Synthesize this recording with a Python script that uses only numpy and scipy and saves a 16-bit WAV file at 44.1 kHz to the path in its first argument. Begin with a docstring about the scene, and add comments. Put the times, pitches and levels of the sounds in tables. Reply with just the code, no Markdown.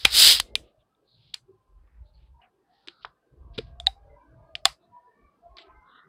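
"""Gas hisses out past the thread of a plastic soda bottle opened close to a phone in a small room.
The gas is enveloped, sputtering noise. The seal snaps, then the cap clicks on its ridges and taps the
hollow neck: short rings, noise cracks, decaying modes and room tails. Behind are finger rubs, narrow
warbles and a swelling low hum (noise bands), patchy air, hiss and a faint whine (sines)."""
import sys
import numpy as np
from scipy import signal
from scipy.fft import rfft, irfft, next_fast_len
from scipy.io import wavfile
from scipy.ndimage import uniform_filter1d, map_coordinates

SR = 44100
rng = np.random.default_rng(int(sys.argv[2]) if len(sys.argv) > 2 else 0)


def bounce(signal):
    """Save signal as a 16-bit WAV file at the path given by the first command-line argument."""
    frames = np.transpose(np.atleast_2d(signal))
    limited = np.clip(frames, -1, 1)
    pcm = np.round(limited * 32767).astype(np.int16)
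    wavfile.write(sys.argv[1], SR, pcm)


N = 268128

# Gas flow past the thread. Each row: time in seconds, jet level in dB, fizz level in dB over the jet.
GAS_FLOW = [(0, -45, -12.5), (.04, -44.5, -16.5), (.065, -47, -22), (.098, -44, -18), (.105, -37, -10.5),
            (.125, -29, -8), (.15, -20.5, -4.5), (.195, -13, -4.5), (.27, -10.5, -7.5), (.32, -13, -7.5),
            (.37, -26, -9.5), (.4, -31.5, -16), (.43, -52.5, -14.5), (.46, -71, -26), (.55, -91.5, -40)]
# Spectra of the jet, its fizz and the bottle wall. Each row: frequency in Hz, relative density in dB per Hz.
JET_SPECTRUM = [(880, -49.5), (1500, -20), (2170, -14.5), (2450, -11.5), (3340, -1), (3970, 1.5),
                (4520, -0.5), (5040, 1), (6150, -21), (7000, -22), (9100, -45.5), (15400, -120)]
FIZZ_SPECTRUM = [(3530, -36.5), (6000, -1.5), (6530, -3), (7970, 0), (9000, -3.5), (10200, -2.5),
                 (11800, -11.5), (12600, -9), (13700, -4), (14800, -10.5), (15800, -19)]
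WALL_SPECTRUM = [(71, -45.5), (120, -16), (221, -18.5), (372, -11), (841, -11.5), (2200, -3.5),
                 (2860, -28.5), (4840, -120)]
# Cap clicks. Each row: start in seconds, level in dB, ring in Hz, swell in ms (before a 1.2 stretch), then
# crack in dB and its treble in dB (both before fixed trims), centre of the excited hollow modes in Hz,
# hollow in dB and room in dB (both before fixed gains).
CAP_CLICKS = [(0.0492, -12, 3390, 1.5, 0.5, 4, 870, -14, -14.5),
              (0.0517, 0.5, 2642, 0.78, -1.5, -7.5, 2400, -17, -17),
              (.052, -0.5, 3918, 1.06, -0.5, 1, 826, -27.5, -17),
              (0.3996, -6, 3320, 0.25, -4, 10, 2100, -34.5, -26.5),
              (0.4027, -15, 4420, .44, -9, 17, 2090, -39.5, -19),
              (0.5545, -4, 3570, 0.35, -13, 7.5, 2400, -27, -20),
              (0.556, -21.5, 2940, .52, -17, 16, 451, -23.5, -2.6),
              (0.949, -67.5, 3610, 1.13, -14.5, 2.1, 2400, -20.5, -19),
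              (1.3385, -39.5, 4200, 2.2, -4, -.6, 2400, -22.5, 7.5),
              (1.3414, -17, 3630, 0.29, -22.5, 27, 1220, -60, -14),
              (1.3429, -20, 4660, .46, -11, 22, 2390, -28, -17.5),
              (1.875, -69.5, 2400, .4, -8.5, -5.5, 1156, 2.5, -9),
              (2.415, -58.5, 2890, 2.5, -23, -3, 719, -1, 9),
              (2.8742, -31.5, 3300, 0.12, -9, 0.5, 356.6, -17.5, -8),
              (2.8843, -23.5, 3470, 0.17, -10, -18.5, 349, -27, -11),
              (3.0478, -19.5, 1176, 0.42, -36.5, -11.5, 861, -30, -1),
              (3.0506, -25.5, 3534, 0.31, -7.5, -35, 450, -21.5, -17),
              (3.5784, -27.5, 246.2, 2.34, -5, -12, 110, -11.5, -5),
              (3.581, -28, 3640, .53, -2, -11, 340, -10, -30),
              (3.583, -24, 3600, 0.51, -5, -5, 2400, -20, -15),
              (3.5869, -26.5, 3440, 0.08, 1.5, -12.5, 441, 5.5, -17.5),
              (3.8, -25, 3505, 0.74, -13, 11, 674, -15.5, -12.5),
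              (3.8642, -35, 4440, 1.5, -3.5, 8, 864, -24.5, -15),
              (3.8688, -3, 3825, 1.1, -14.5, 0.8, 767, -22.5, -19.5),
              (4.5532, -14, 2990, 0.33, -20, -13.5, 700, -34, -19),
              (4.5552, -31.5, 4460, 0.71, -1.5, 1, 2400, -21, -11),
              (4.6499, -32.5, 3988, 1.5, 4.5, 12.5, 860, -17.5, -13),
              (4.6537, -11.5, 7126, 1.1, -6, 2.5, 2420, -37.5, -25),
              (4.654, -9, 3340, 0.62, 4.5, -0.53, 784, -16, -21),
              (4.6549, -13.5, 1154, .9, -6.5, -1, 713, -13, -5),
              (4.6556, -15, 1951, .7, -9, .1, 2050, -30, -12),
              (4.6558, -8, 3594, .59, -3.5, 12, 1150, -23.5, -23),
              (5.5693, -38, 4230, .3, -5.5, -14, 1150, -14, -2),
              (5.584, -40.5, 3280, 0.72, -1, -19, 688, -13, -0.5),
              (5.5903, -46, 3310, .6, -8, 3, 2050, -9, -6)]
# Crack of the plastic. Each row: frequency in Hz, relative density in dB per Hz.
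CRACK_SPECTRUM = [(180, -50), (300, -29.5), (690, -14.5), (2080, -2), (2590, -2), (3560, 0.5), (5140, -6.5),
                  (5600, -19.5), (7280, -45.5), (12300, -120)]
# Modes of neck, wall and hand. Each row: frequency in Hz, T60 in seconds.
HOLLOW_MODES = [(110, 0.073), (345, 0.079), (450, 0.028), (692, .048), (775, 0.052), (864, .045),
                (1150, .035), (2050, 0.034), (2400, 0.035)]
# Room decay. Each row: frequency in Hz, T60 in seconds before the extra drop.
ROOM_T60 = [(200, .25), (800, 0.27), (3500, 0.15), (5200, 0.32), (8000, .25), (15000, .25)]
# Fingers rub the cap, a little gas leaks.
# Each row: middle in seconds, length in seconds, centre in Hz, width in Hz, level in dB before grain.
FINGER_RUBS = [(.47, .06, 3570, 916, -66), (0.658, 0.11, 3125, 900, -71), (.81, .036, 3310, 499.3, -76.5),
               (1.131, .11, 4083, 441, -66.5), (1.273, 0.19, 3770, 849, -66.5),
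               (1.93, 0.23, 1700, 601, -78), (2.08, .063, 3990, 497.4, -76.5),
               (2.162, .048, 4400, 290.6, -71), (2.219, .14, 3268, 1100, -77),
               (2.439, 0.037, 2573, 350, -64), (2.447, 0.078, 1390, 602, -68), (2.801, .17, 4000, 912, -73),
               (2.961, .16, 4200, 500, -70), (3.032, 0.028, 3705, 1005, -58.5),
               (3.558, 0.037, 3580, 996, -60), (3.66, 0.11, 3530, 1202, -71), (4.84, 0.059, 3860, 300, -77),
               (5.607, 0.058, 3400, 980, -55), (5.605, 0.053, 7610, 400, -78),
               (5.651, 0.053, 3300, 1000, -68), (5.692, 0.1, 2030, 597, -71.5),
               (5.953, 0.13, 3680, 250, -66.5), (5.96, 0.091, 3030, 180.5, -71),
               (5.96, 0.23, 1336, 200, -58), (6.01, 0.16, 1830, 140, -66)]
# Clearest narrow warbles, same columns: middle in seconds, length in seconds, centre in Hz, width in Hz,
# level in dB before grain.
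CLEAR_WARBLES = [(.5, 0.11, 2100, 30, -73), (.54, 0.27, 419, 215, -55), (.73, 0.23, 639, 59, -73.5),
                 (.95, .14, 1289, 30, -81), (1.02, 0.095, 415, 116, -70), (1.512, 0.085, 377, 20.3, -55),
                 (1.65, .32, 1037, 15, -75), (2.081, .11, 603, 27.7, -72), (2.131, 0.28, 869, 25, -78),
                 (2.382, 0.06, 956, 28.4, -62), (2.44, .083, 732, 57, -64), (2.58, .12, 391, 54, -71.5),
                 (2.71, 0.064, 718, 24, -66), (2.75, 0.24, 1806, 133, -79.5), (2.799, .27, 796, 20, -74.5),
                 (2.98, 0.26, 1378, 123, -68.5), (3.3, 0.34, 1560, 28, -84), (3.421, .3, 396, 120, -65.5),
                 (3.47, .15, 1039, 130, -67), (3.65, 0.26, 1606, 38.6, -75), (3.721, 0.46, 686, 29, -63),
                 (3.75, 0.67, 1090, 115, -75.5), (4.02, 0.27, 799, 13.8, -65), (4.1, .11, 444.4, 21.3, -65),
                 (4.119, .16, 580, 29, -59), (4.135, 0.081, 2043, 40, -72.5), (4.21, 0.092, 983, 57, -57.5),
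                 (4.27, 0.18, 1560, 79, -71), (4.306, .13, 303, 29, -64.5), (4.43, 0.13, 938, 93, -66),
                 (4.47, 0.1, 1630, 27, -76), (4.501, 0.29, 1223, 21, -71.5), (4.522, 0.45, 634, 35, -61),
                 (4.874, .094, 681, 23, -66), (4.967, 0.075, 981.5, 13.4, -48.5),
                 (4.99, 0.069, 671, 21, -65.5), (5.073, 0.15, 979, 15, -60), (5.1, 0.31, 1785, 36, -73),
                 (5.13, .19, 445, 35, -69.5), (5.241, .19, 2308, 53, -77), (5.269, 0.17, 1152, 31, -67),
                 (5.472, 0.065, 683, 11.2, -50.5), (5.548, 0.16, 1080, 28.6, -62),
                 (5.618, 0.26, 685, 44.5, -62.5), (5.66, 0.19, 372, 44, -61), (5.699, 0.05, 1046, 22, -55),
                 (5.701, 0.14, 1281, 48, -62.5), (5.72, 0.32, 860, 25, -67), (5.763, .22, 1556, 15, -68),
                 (5.82, 0.15, 2088, 25, -68.5), (5.82, .18, 1016, 27, -62.5), (5.91, .14, 1099, 27.3, -63)]
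# Hum swells. Each row: middle in seconds, length in seconds, low band in dB, upper band in dB.
HUM_SWELLS = [(0.061, 0.038, -30.5, -52.5), (.2, 0.27, -43.5, -57), (.38, 0.17, -48, -70),
              (.57, 0.15, -48.5, -63), (0.797, 0.088, -71.5, -75.5), (1.25, .2, -76.5, -63),
              (1.499, .2, -85, -68.5), (1.789, .16, -52, -74), (2.01, .13, -47, -61.5),
              (2.19, 0.13, -53.5, -65.5), (2.339, 0.1, -53, -66), (2.89, .06, -72, -90),
              (3.068, 0.075, -63.5, -73), (3.335, 0.035, -62.5, -59.5), (3.482, 0.17, -44, -56.5),
              (3.66, 0.18, -43, -53.5), (3.85, 0.22, -46.5, -62), (4.093, .17, -52.5, -63),
              (4.38, 0.15, -51.5, -57), (4.56, .08, -56.5, -62), (4.679, 0.096, -54.5, -59.5),
              (4.912, 0.043, -84, -59.5), (5.25, .07, -61.5, -84), (5.5, .09, -58.5, -75.5),
              (5.762, 0.15, -57.5, -75)]
# The two hum bands. Each row: frequency in Hz, relative density in dB per Hz.
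HUM_LOW_SPECTRUM = [(25, -21), (40, -12), (54, -3.5), (70, -10.5), (95, -23)]
HUM_UPPER_SPECTRUM = [(80, -13.5), (110, -0.5), (140, -3.5), (170, -10.5), (210, -24.5)]
# Background air. Each row: time in seconds, level in dB before a fixed cut.
AIR_LEVEL = [(0, -61.5), (.23, -41.5), (.4, -57.5), (.55, -64.5), (.74, -70), (1.3, -74), (2, -68.5),
             (2.32, -74), (3.001, -62.5), (3.32, -69), (3.69, -59.5), (4.59, -62), (4.72, -65),
             (5.49, -61.5), (6.08, -63.5)]
# Air and microphone hiss. Each row: frequency in Hz, relative density in dB per Hz.
AIR_SPECTRUM = [(90, -30.5), (150, -0.5), (380, -0.5), (800, -6.5), (1200, -8.5), (1700, -17.5),
                (2500, -25.5), (4800, -34), (6000, -32.5), (7800, -54.5)]
HISS_SPECTRUM = [(1470, -32), (2500, -5), (3770, -7.5), (4050, -8), (12500, -13.5), (16000, -19)]
# Steady whine. Each row: frequency in Hz, peak level in dB.
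WHINE_LINES = [(800, -88.5), (1600, -92.5)]
# The phone's port, which dips above its resonance. Each row: frequency in Hz, gain in dB.
PORT_RESPONSE = [(100, -0.5), (5100, -0.5), (5500, -4.5), (6000, -3), (6800, -4.5), (7900, -1),
                 (16000, -1.5)]

WALL_DB, WALL_DB_PER_JET_DB = -19.5, .85  # over the jet at full flow; swings less than the jet
REACH_OCTAVES = .12  # how wide a band of modes one click excites
# lesser warbles: median pitch, scatter, median length, width, offset from AIR_LEVEL
STRAY_HZ, STRAY_OCTAVES, STRAY_S, STRAY_WIDTH_HZ, STRAY_OFFSET_DB = 830, 0.6, 0.046, 27, -13.5
HUM_FLOOR_DB = -86.5
TOP_HZ = 16000


def amp(db):
    """dB to gain."""
    return 10 ** (np.asarray(db) / 20)


def unit(x):
    """Scaled to rms 1."""
    return x / np.sqrt(np.mean(x ** 2) + 1e-20)


def along(points, hz):
    """Interpolates (Hz, value) points on a log frequency axis."""
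    f, v = np.transpose(points)
    return np.interp(np.log(hz + 1), np.log(f + 1), v)


def curves(rows):
    """One value per sample for each column after the time."""
    s, *cols = np.transpose(rows)
    return [np.interp(np.arange(N) / SR, s, c) for c in cols]


def wobble(rate_hz):
    """Smooth random curve, rate_hz knots a second."""
    knots = rng.standard_normal(int(N * rate_hz / SR) + 4)
    return map_coordinates(knots, [np.arange(N) * rate_hz / SR])


def filtered(x, response):
    """x times a response of frequency."""
    m = next_fast_len(len(x) + 8192)
    return irfft(rfft(x, m) * response(np.fft.rfftfreq(m, 1 / SR)), m)[:len(x)]


def noise(spectrum, size=N):
    """Coloured noise of rms 1, its response zero outside the spectrum."""
    def response(hz):
        inside = (hz > spectrum[0][0]) & (hz < spectrum[-1][0])
        return amp(along(spectrum, hz)) * inside
    return unit(filtered(rng.standard_normal(size), response))


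def add(track, s, sound):
    """Mixes a sound in at s seconds."""
    start = round(s * SR)
    sound = sound[max(-start, 0):]
    part = track[max(start, 0):][:len(sound)]
    part += sound[:len(part)]


def gas():
    """Turbulent jet through the thread: foam makes it sputter, hundreds of times a second."""
    jet_db, fizz_db = curves(GAS_FLOW)
    closing_s = np.clip(np.arange(N) / SR - GAS_FLOW[-1][0], 0, 1)
    jet_db = jet_db - 200 * closing_s  # the leak closes
    wall_db = jet_db.max() + WALL_DB + WALL_DB_PER_JET_DB * (jet_db - jet_db.max())
    sputter = wobble(600)
    jet = unit(amp(2.0 * sputter) * noise(JET_SPECTRUM))
    fizz_sputter = amp(1.2 * sputter + 1.2 * wobble(900))
    fizz = amp(fizz_db) * unit(fizz_sputter * noise(FIZZ_SPECTRUM))
    return amp(jet_db) * (jet + fizz) + amp(wall_db) * noise(WALL_SPECTRUM)


def room_tail(reach_s):
    """Random room response: decay varies with frequency, and an extra drop reaches 20 dB at reach_s."""
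    hz, t, z = signal.stft(rng.standard_normal(SR // 3), SR, nperseg=256)
    late = amp(-60 * t / along(ROOM_T60, hz)[:, None] - 20 * (t / reach_s) ** 3)
    early = amp(6.0 - 60 * t / 0.017)
    tail = signal.istft(z * (late + early), SR, nperseg=256)[1]
    return np.pad(tail / np.linalg.norm(tail), (150, 0))  # delay in samples


def cap_ring(t, ring_hz, swell_ms):
    """Short ring of the cap, too small to radiate bass."""
    u = 2 * t / (1.2 * swell_ms / 1000)
    ring = (u / 2) ** 2 * np.exp(2 - u) * np.sin(2 * np.pi * ring_hz * t)
    return signal.sosfilt(signal.butter(4, ring_hz / 2, 'high', fs=SR, output='sos'), ring)


def hollow_note(t, around_hz, hollow_db):
    """Slower note of neck and hand: decaying modes near around_hz."""
    modes = np.zeros(len(t))
    for hz, t60_s in HOLLOW_MODES:
        excited = np.exp(-(np.log2(hz / around_hz) / REACH_OCTAVES) ** 2)
        modes += excited * amp(-60 * t / t60_s) * np.sin(2 * np.pi * hz * t)
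    return amp(hollow_db) * modes * (1 - np.exp(-t / 0.0027)) ** 2


def cap():
    """Each click: ring of the cap, crack of plastic, hollow note, and the room's answer."""
    track, t = np.zeros(N), np.arange(SR // 16) / SR
    for s, db, ring_hz, swell_ms, crack_db, treble_db, around_hz, hollow_db, room_db in CAP_CLICKS:
        ring = cap_ring(t, ring_hz, swell_ms)
        top_hz = 17000 * amp(.16 * db)  # a weaker click is a duller one

        def colour(hz):
            treble = amp(treble_db - 13.5 + along(FIZZ_SPECTRUM, hz)) * np.exp(-(hz / top_hz) ** 4)
            return amp(along(CRACK_SPECTRUM, hz)) + treble

        grit = unit(filtered(rng.standard_normal(len(t)), colour))
        crack = amp(crack_db + 2.5) * grit * amp(-60 * t / 0.011) * (1 - np.exp(-t / 0.00013)) ** 2
        hollow = hollow_note(t, around_hz, hollow_db)
        add(track, s, amp(db) * (ring + crack + 3.7 * hollow))
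        tail = room_tail(0.16 * amp(.2 * db))  # the tail of a weaker click is lost sooner
        scattered = filtered(tail, colour)  # the crack radiates all round, the ring mostly forward
        add(track, s, amp(db + room_db + crack_db + 19.5) * scattered / np.linalg.norm(scattered))
        add(track, s, amp(db + room_db) * signal.fftconvolve(0.34 * ring + 0.48 * hollow, tail))
    return track


def patches(rows, grain_db):
    """Noise bands that swell and fade, with random level grain."""
    track = np.zeros(N)
    t = np.arange(-SR // 2, SR // 2) / SR
    for middle_s, length_s, hz, width_hz, db in rows:
        band = filtered(rng.standard_normal(len(t)), lambda f: np.exp(-.5 * ((f - hz) / width_hz) ** 2))
        swell = np.exp(-np.abs(2 * t / length_s) ** 2.6)
        rms = np.sqrt(np.sum((swell * band) ** 2) / np.sum(swell ** 2))
        add(track, middle_s - .5, amp(db) * swell * band / rms)
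    return track * amp(grain_db * wobble(250))


def rubs():
    """Fingers rubbing the cap and slight leaks: short, mostly broad bands of grainy noise."""
    return patches(FINGER_RUBS, grain_db=2.0)


def warbles(count=40):
    """Narrow bands that come and go; lesser ones fall at random and follow the level of the air."""
    air_s, air_db = np.transpose(AIR_LEVEL)
    when_s = (np.arange(count) + rng.random(count)) * N / SR / count
    stray = []
    for s, (a, b, c) in zip(when_s, rng.standard_normal((count, 3))):
        length_s = STRAY_S * 2 ** (.5 * a)
        hz = STRAY_HZ * 2 ** (STRAY_OCTAVES * np.clip(b, -2, 2))
        db = np.interp(s, air_s, air_db) + STRAY_OFFSET_DB + 2 * c - 3 * b  # higher is fainter
        stray.append((s, length_s, hz, STRAY_WIDTH_HZ, db))
    return patches(CLEAR_WARBLES + stray, grain_db=1.6)


def hum():
    """Two low noise bands that swell together and sink to a faint floor."""
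    middle_s, length_s, low_db, upper_db = np.transpose(HUM_SWELLS)[:, :, None]
    swell = np.exp(-np.abs(2 * (np.arange(N) / SR - middle_s) / length_s) ** 2.4)
    low, upper = [np.max(amp(db) * swell, axis=0) + amp(HUM_FLOOR_DB) for db in (low_db, upper_db)]
    return low * noise(HUM_LOW_SPECTRUM) + upper * noise(HUM_UPPER_SPECTRUM)


def background():
    """Air noise, partly even and partly patchy in time and frequency, plus hiss and a faint sine whine."""
    z = signal.stft(noise(AIR_SPECTRUM), nperseg=1024)[2]
    field = uniform_filter1d(rng.standard_normal(z.shape), size=2, axis=0)  # across frequency
    field = uniform_filter1d(field, size=11, axis=1)  # across time
    patchy = unit(signal.istft(z * amp(6 * unit(field)), nperseg=1024)[1][:N])
    air = amp(curves(AIR_LEVEL)[0] - 8.0) * patchy + amp(-79.0) * noise(AIR_SPECTRUM)
    whine = sum(amp(db) * np.sin(2 * np.pi * hz * np.arange(N) / SR) for hz, db in WHINE_LINES)
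    return air + amp(-88.0) * noise(HISS_SPECTRUM) + whine


def scene():
    """Bottle in front, background behind."""
    return (gas() + cap() + rubs() + warbles() + hum() + background())[None]


def record(dry):
    """Port colour, then peaks rounded off near full scale, then a band limit at TOP_HZ."""
    heard = filtered(dry[0], lambda hz: amp(along(PORT_RESPONSE, hz)))
    rounded = heard / (1 + np.abs(heard / .95) ** 6) ** (1 / 6)
    return filtered(rounded, lambda hz: hz < TOP_HZ)[None]


dry = scene()
out = record(dry)
bounce(out)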